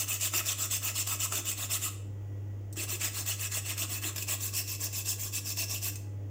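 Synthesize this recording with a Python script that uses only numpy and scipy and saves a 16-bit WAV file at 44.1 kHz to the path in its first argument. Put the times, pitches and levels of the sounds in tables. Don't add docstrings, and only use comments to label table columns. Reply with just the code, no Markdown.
import sys
import numpy as np
from scipy import signal
from scipy.fft import rfft, irfft, next_fast_len
from scipy.io import wavfile
from scipy.ndimage import uniform_filter1d, map_coordinates

SR = 44100
rng = np.random.default_rng(int(sys.argv[2]) if len(sys.argv) > 2 else 0)


def wav_record(signal):
    frames = np.transpose(np.atleast_2d(signal))
    bounded = np.clip(frames, -1, 1)
    quanta = np.round(bounded * 32767).astype(np.int16)
    wavfile.write(sys.argv[1], SR, quanta)


N = 277830

# (first bite [s], length [s], level [dB])
PUSHES = [(-0.03, 0.068, -29), (0.21, 0.072, -27), (0.459, 0.073, -28.5), (0.711, 0.061, -28.5),
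          (0.956, 0.069, -28.5), (1.203, 0.061, -28.5), (1.455, 0.074, -32.5), (1.704, 0.063, -29.5),
          (2.771, 0.075, -35.5), (3.01, 0.069, -30.5), (3.263, 0.078, -32), (3.518, 0.075, -32.7),
          (3.779, 0.07, -32.5), (4.026, 0.079, -34.5), (4.282, 0.067, -29.5), (4.537, 0.079, -32),
          (4.805, 0.071, -35), (5.057, 0.083, -32.5), (5.334, 0.058, -34), (5.572, 0.071, -32),
          (5.827, 0.07, -33)]
PULLS = [(0.083, 0.085, -31), (0.337, 0.069, -28), (0.583, 0.083, -32), (0.833, 0.077, -32),
         (1.072, 0.088, -31.5), (1.322, 0.081, -32), (1.579, 0.085, -34), (1.822, 0.064, -33),
         (2.888, 0.078, -35), (3.144, 0.082, -35.4), (3.395, 0.082, -36), (3.66, 0.077, -34.5),
         (3.898, 0.085, -36), (4.161, 0.086, -40), (4.408, 0.084, -33.5), (4.676, 0.084, -36.5),
         (4.928, 0.095, -35.5), (5.195, 0.095, -37.5), (5.458, 0.076, -36), (5.695, 0.086, -35)]
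GRIP_CHANGES = [2.3, 4.14]


def amp(db):
    return 10 ** (np.asarray(db) / 20)


def unit(x):
    return x / np.sqrt(np.mean(x ** 2) + 1e-20)


def along(points, hz):
    freqs, values = np.transpose(points)
    return np.interp(np.log(hz + 1), np.log(freqs), values)


def wobble(rate):
    knots = rng.standard_normal(int(N * rate / SR) + 4)
    return map_coordinates(knots, [np.arange(N) * rate / SR])


def filtered(x, response):
    size = next_fast_len(N + SR // 2)
    return irfft(rfft(x, size) * response(np.fft.rfftfreq(size, 1 / SR)), size)[:N]


def appliance(mains_hz=100.04, mains_db=-41, air_db=-54, waver_db=0.67):
    # (frequency [Hz], level [dB])
    motor_tones = [(49.5, -83), (200.08, -69.5), (299, -64.5), (314, -66), (393, -74), (495, -71),
                   (590, -75), (680, -79), (834, -78), (1925, -81), (1990, -82)]
    # (frequency [Hz], relative level [dB])
    air_spectrum = [(25, -3.5), (55, 0.5), (140, 1.5), (180, -6.5), (285, -1.5), (470, -6), (700, -16),
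                    (1400, -24), (3300, -29), (4000, -39.5), (6800, -29), (8800, -42.5), (13500, -39.5),
                    (14900, -31.5)]
    t = np.arange(N) / SR
    tone = lambda hz, db: amp(db) * np.sqrt(2) * np.sin(2 * np.pi * (hz * t + rng.random()))
    mains = tone(mains_hz, mains_db) * amp(waver_db * wobble(6.9))
    motor = sum(tone(hz, db) * amp(3.34 * wobble(16)) for hz, db in motor_tones)
    air = unit(filtered(rng.standard_normal(N), lambda hz: amp(along(air_spectrum, hz))))
    return mains + motor + amp(air_db) * air


def kitchen(x, predelay_s=.003, blocks=20):
    # (frequency [Hz], t60 [s])
    decay_times = [(200, 0.12), (1300, 0.51), (3500, 0.46), (9000, 0.41), (15000, 0.3)]
    wet = np.zeros(N + SR)
    for block in np.array_split(np.arange(N), blocks):
        hz, t, noise = signal.stft(rng.standard_normal(SR // 2), SR, nperseg=256)
        decay = amp(-60 * t / along(decay_times, hz)[:, None])
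        tail = signal.istft(noise * decay, SR, nperseg=256)[1]
        echo = signal.fftconvolve(x[block], tail / np.linalg.norm(tail))
        wet[block[0] + round(predelay_s * SR):][:len(echo)] += echo
    return wet[:N]


def thuds(t60=0.2, attack_s=0.0016):
    # (time [s], level [dB], pitch [Hz])
    dull_thuds = [(0.341, -40.5, 351), (1.332, -41, 402), (1.385, -40.5, 339), (2.772, -38.5, 333),
                  (2.926, -40, 347), (4.05, -42.5, 352)]
    out, t = np.zeros(N + SR), np.arange(SR // 3) / SR
    for s, db, hz in dull_thuds:
        phase = 2 * np.pi * hz * t + .8 * wobble(140)[:len(t)]
        envelope = amp(db - 60 * t / t60) * (1 - np.exp(-t / attack_s))
        out[round(s * SR):][:len(t)] += envelope * np.sin(phase)
    return out[:N]


def snaps(rate, scatter_db):
    chance = np.clip(rate / SR, 1e-4, 1)
    sizes = unit(amp(scatter_db * np.clip(rng.standard_normal(N), -2, 2)))
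    signs = rng.choice([-1, 1], N)
    return (rng.random(N) < chance) * sizes * signs / np.sqrt(chance)


def bands(hz, body_hz=2200, zip_hz=5550, zip_width_hz=750, fizz_hz=9500):
    body = 1 / (1 + (hz / body_hz) ** 4)
    zip_band = np.exp(-((hz - zip_hz) / zip_width_hz) ** 2)
    fizz = 1 - 1 / (1 + (hz / fizz_hz) ** 8)
    return body, zip_band, fizz


def toned(force, band_db, patchy_db, size=256):
    framing = dict(nperseg=size, noverlap=size * 3 // 4)
    hz, s, spectrum = signal.stft(force, SR, **framing)
    frames = np.minimum(np.round(s * SR).astype(int), N - 1)
    colour = sum(np.outer(weight, db[frames]) for weight, db in zip(bands(hz), band_db))
    patches = uniform_filter1d(rng.standard_normal(spectrum.shape), size=3, axis=0)
    patches = uniform_filter1d(patches, size=14, axis=1)
    return signal.istft(spectrum * amp(colour + patchy_db * unit(patches)), SR, **framing)[1][:N]


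def catches(t60=0.056, bite_db=1, bite_scatter_db=0.5, bite_knock_db=-5.0):
    # (time [s], level [dB], knock in the body band [dB])
    snags = [(0.338, -27, 12), (1.072, -24.5, 2), (1.323, -26, 12.5), (2.727, -37, -35),
             (2.837, -27.5, -10), (4.161, -26.5, 2), (4.181, -28, 6.5), (4.223, -24.5, -2),
             (5.956, -32.5, 0)]
    t = np.arange(N) / SR
    level, knock = np.zeros(N), np.full(N, bite_knock_db)
    burst = lambda s, db: amp(db - 60 * np.abs(t - s) / t60) * (t >= s)
    for s, _, db in [*PUSHES, *PULLS]:
        level += burst(s, db + bite_db + bite_scatter_db * rng.standard_normal())
    for s, db, knock_db in snags:
        level = np.maximum(level, burst(s, db))
        knock[(t > s - .01) & (t < s + t60)] = knock_db
    return toned(level * snaps(rate=8000, scatter_db=1.5), [knock], patchy_db=3)


def strokes():
    # (run-up before the bite [s], fastest point [share of length], run-out [s])
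    push_swing = (0.017, .54, .016)
    pull_swing = (.02, .5, 0.016)
    # (body [dB], fizz [dB])
    push_tones = [(-2.5, -0.1), (0.6, -1), (0, 0.2)]
    pull_tones = [(3, 1.3), (1.2, 1), (-1.3, 0.04)]
    for rows, swing, tones in (PUSHES, push_swing, push_tones), (PULLS, pull_swing, pull_tones):
        for s, length, db in rows:
            yield s, length, db, swing, tones[np.searchsorted(GRIP_CHANGES, s)]


def rasp(snap_rate=10500, tooth_rate=330, chatter_db=-0.5, lurch_db=0.1, swell=1.115,
         tone_scatter_db=0.98):
    # (time [s], level [dB])
    zip_ride = [(0, -1.0), (.5, 2), (1.2, -0.5), (1.8, -3.5), (3.2, 2), (4.05, 2.5), (4.3, -10), (4.6, 2),
                (5.3, -1.5), (5.7, 4.5), (5.95, 0.5)]
    # (body [dB], zip [dB], fizz [dB])
    fast_tone, slow_shift = [-2, -2, 1], [6, 5, -3]
    t = np.arange(N) / SR
    speed, level = np.zeros((2, N))
    colour = np.zeros((3, N))
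    for s, length, db, (run_up, fastest, run_out), (body, fizz) in strokes():
        start, end = s - run_up, s + length + run_out
        progress = np.interp(t, [start, s + fastest * length, end], [0, .5, 1])
        arch = np.abs(np.sin(np.pi * progress))
        inside = (t > start) & (t < end)
        speed += arch
        level += amp(db) * arch ** swell * inside
        colour[:, inside] = np.c_[[body, 0, fizz]] + tone_scatter_db * rng.standard_normal((3, 1))
    colour[1] += np.interp(t, *np.transpose(zip_ride))
    colour += np.c_[fast_tone] + np.outer(slow_shift, 1 - speed)
    roughness = unit(amp(chatter_db * wobble(tooth_rate) + lurch_db * wobble(70)))
    chips = snaps(snap_rate * (speed + .15), scatter_db=2)
    return toned(level * roughness * chips, colour, patchy_db=3.5)


def sheet_ring(grip, size=4096):
    # (frequency [Hz], width [Hz], first grip [dB], second grip [dB], tilted grip [dB])
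    sheet_modes = [(316, 47, -12.5, -9, -11.5), (645, 136, -10.5, -11, -15), (1101, 85, -10, -9.5, -10.5),
                   (1290, 103, -8, -10.5, -37), (1668, 48, -12, -7, -11.5), (1990, 300, -12.5, -10.5, -20),
                   (2640, 159, -1.5, -1.5, -4), (2923, 82, -3.5, -7, -16), (3330, 166, -8.5, -8.5, -12.5),
                   (3598, 83, -4.5, -8, -14.5), (4240, 280, -14, -12, -16.5), (5423.0, 570, -6.5, -9.5, -6),
                   (6240, 270, -3, -6.5, -5.5), (7206, 310, 2, -0.8, -2), (7750, 190, -2, -3.5, -7.5),
                   (8110, 158, 0.3, -0.6, -3.5), (8550, 132.0, -8, -10, -14.5),
                   (10200, 370, -10, -11, -12.5), (12450, 122.0, -8, -11, -8.5), (13260, 170, -7, -6.5, -8),
                   (14000, 324.0, -17, -15.5, -12), (14740, 187, -1, -15, -22),
                   (14901.0, 170, -10, -1.5, -2)]
    # (frequency [Hz], level [dB])
    snap_spectrum = [(60, -48), (170, -23.5), (400, -27), (900, -26.5), (1500, -48), (2100, -34),
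                     (4500, -17), (7000, -20.5), (9300, -27), (11700, -22.5), (15700, -22)]
    hz = np.fft.rfftfreq(size, 1 / SR) + 1
    power = amp(along(snap_spectrum, hz)) ** 2
    for centre, width, *levels in sheet_modes:
        power += amp(levels[grip]) ** 2 / (1 + ((hz ** 2 - centre ** 2) / (hz * width)) ** 2)
    cepstrum = irfft(np.log(power) / 2)
    lag = np.arange(size)
    causal_fold = (1 + np.sign(size // 2 - lag)) * (lag > 0)
    ring = irfft(np.exp(rfft(cepstrum * causal_fold)))
    return ring / np.linalg.norm(ring)


def grater(force):
    held = np.searchsorted(GRIP_CHANGES, np.arange(N) / SR)
    return sum(signal.fftconvolve(force * (held == grip), sheet_ring(grip))[:N]
               for grip in range(len(GRIP_CHANGES) + 1))


def scene(rasp_db=-0.31, catch_db=-5, room_db=-8):
    force = amp(rasp_db) * rasp() + amp(catch_db) * catches()
    near = grater(force) + thuds()
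    return (near + amp(room_db) * kitchen(near) + appliance())[None]


def record(dry, aim_db=-35.0, slope=0.42, window_s=0.77, top_hz=15780):
    weights = np.hanning(int(window_s * SR))
    smooth = lambda x: signal.fftconvolve(x, weights, "same")
    power = np.abs(smooth(dry[0] ** 2) / smooth(np.ones(N)))
    level_db = 10 * np.log10(power + 1e-12)
    gain = amp(slope * (aim_db - level_db))
    return filtered(dry[0] * gain, lambda hz: hz < top_hz)[None]


dry = scene()
out = record(dry)
wav_record(out)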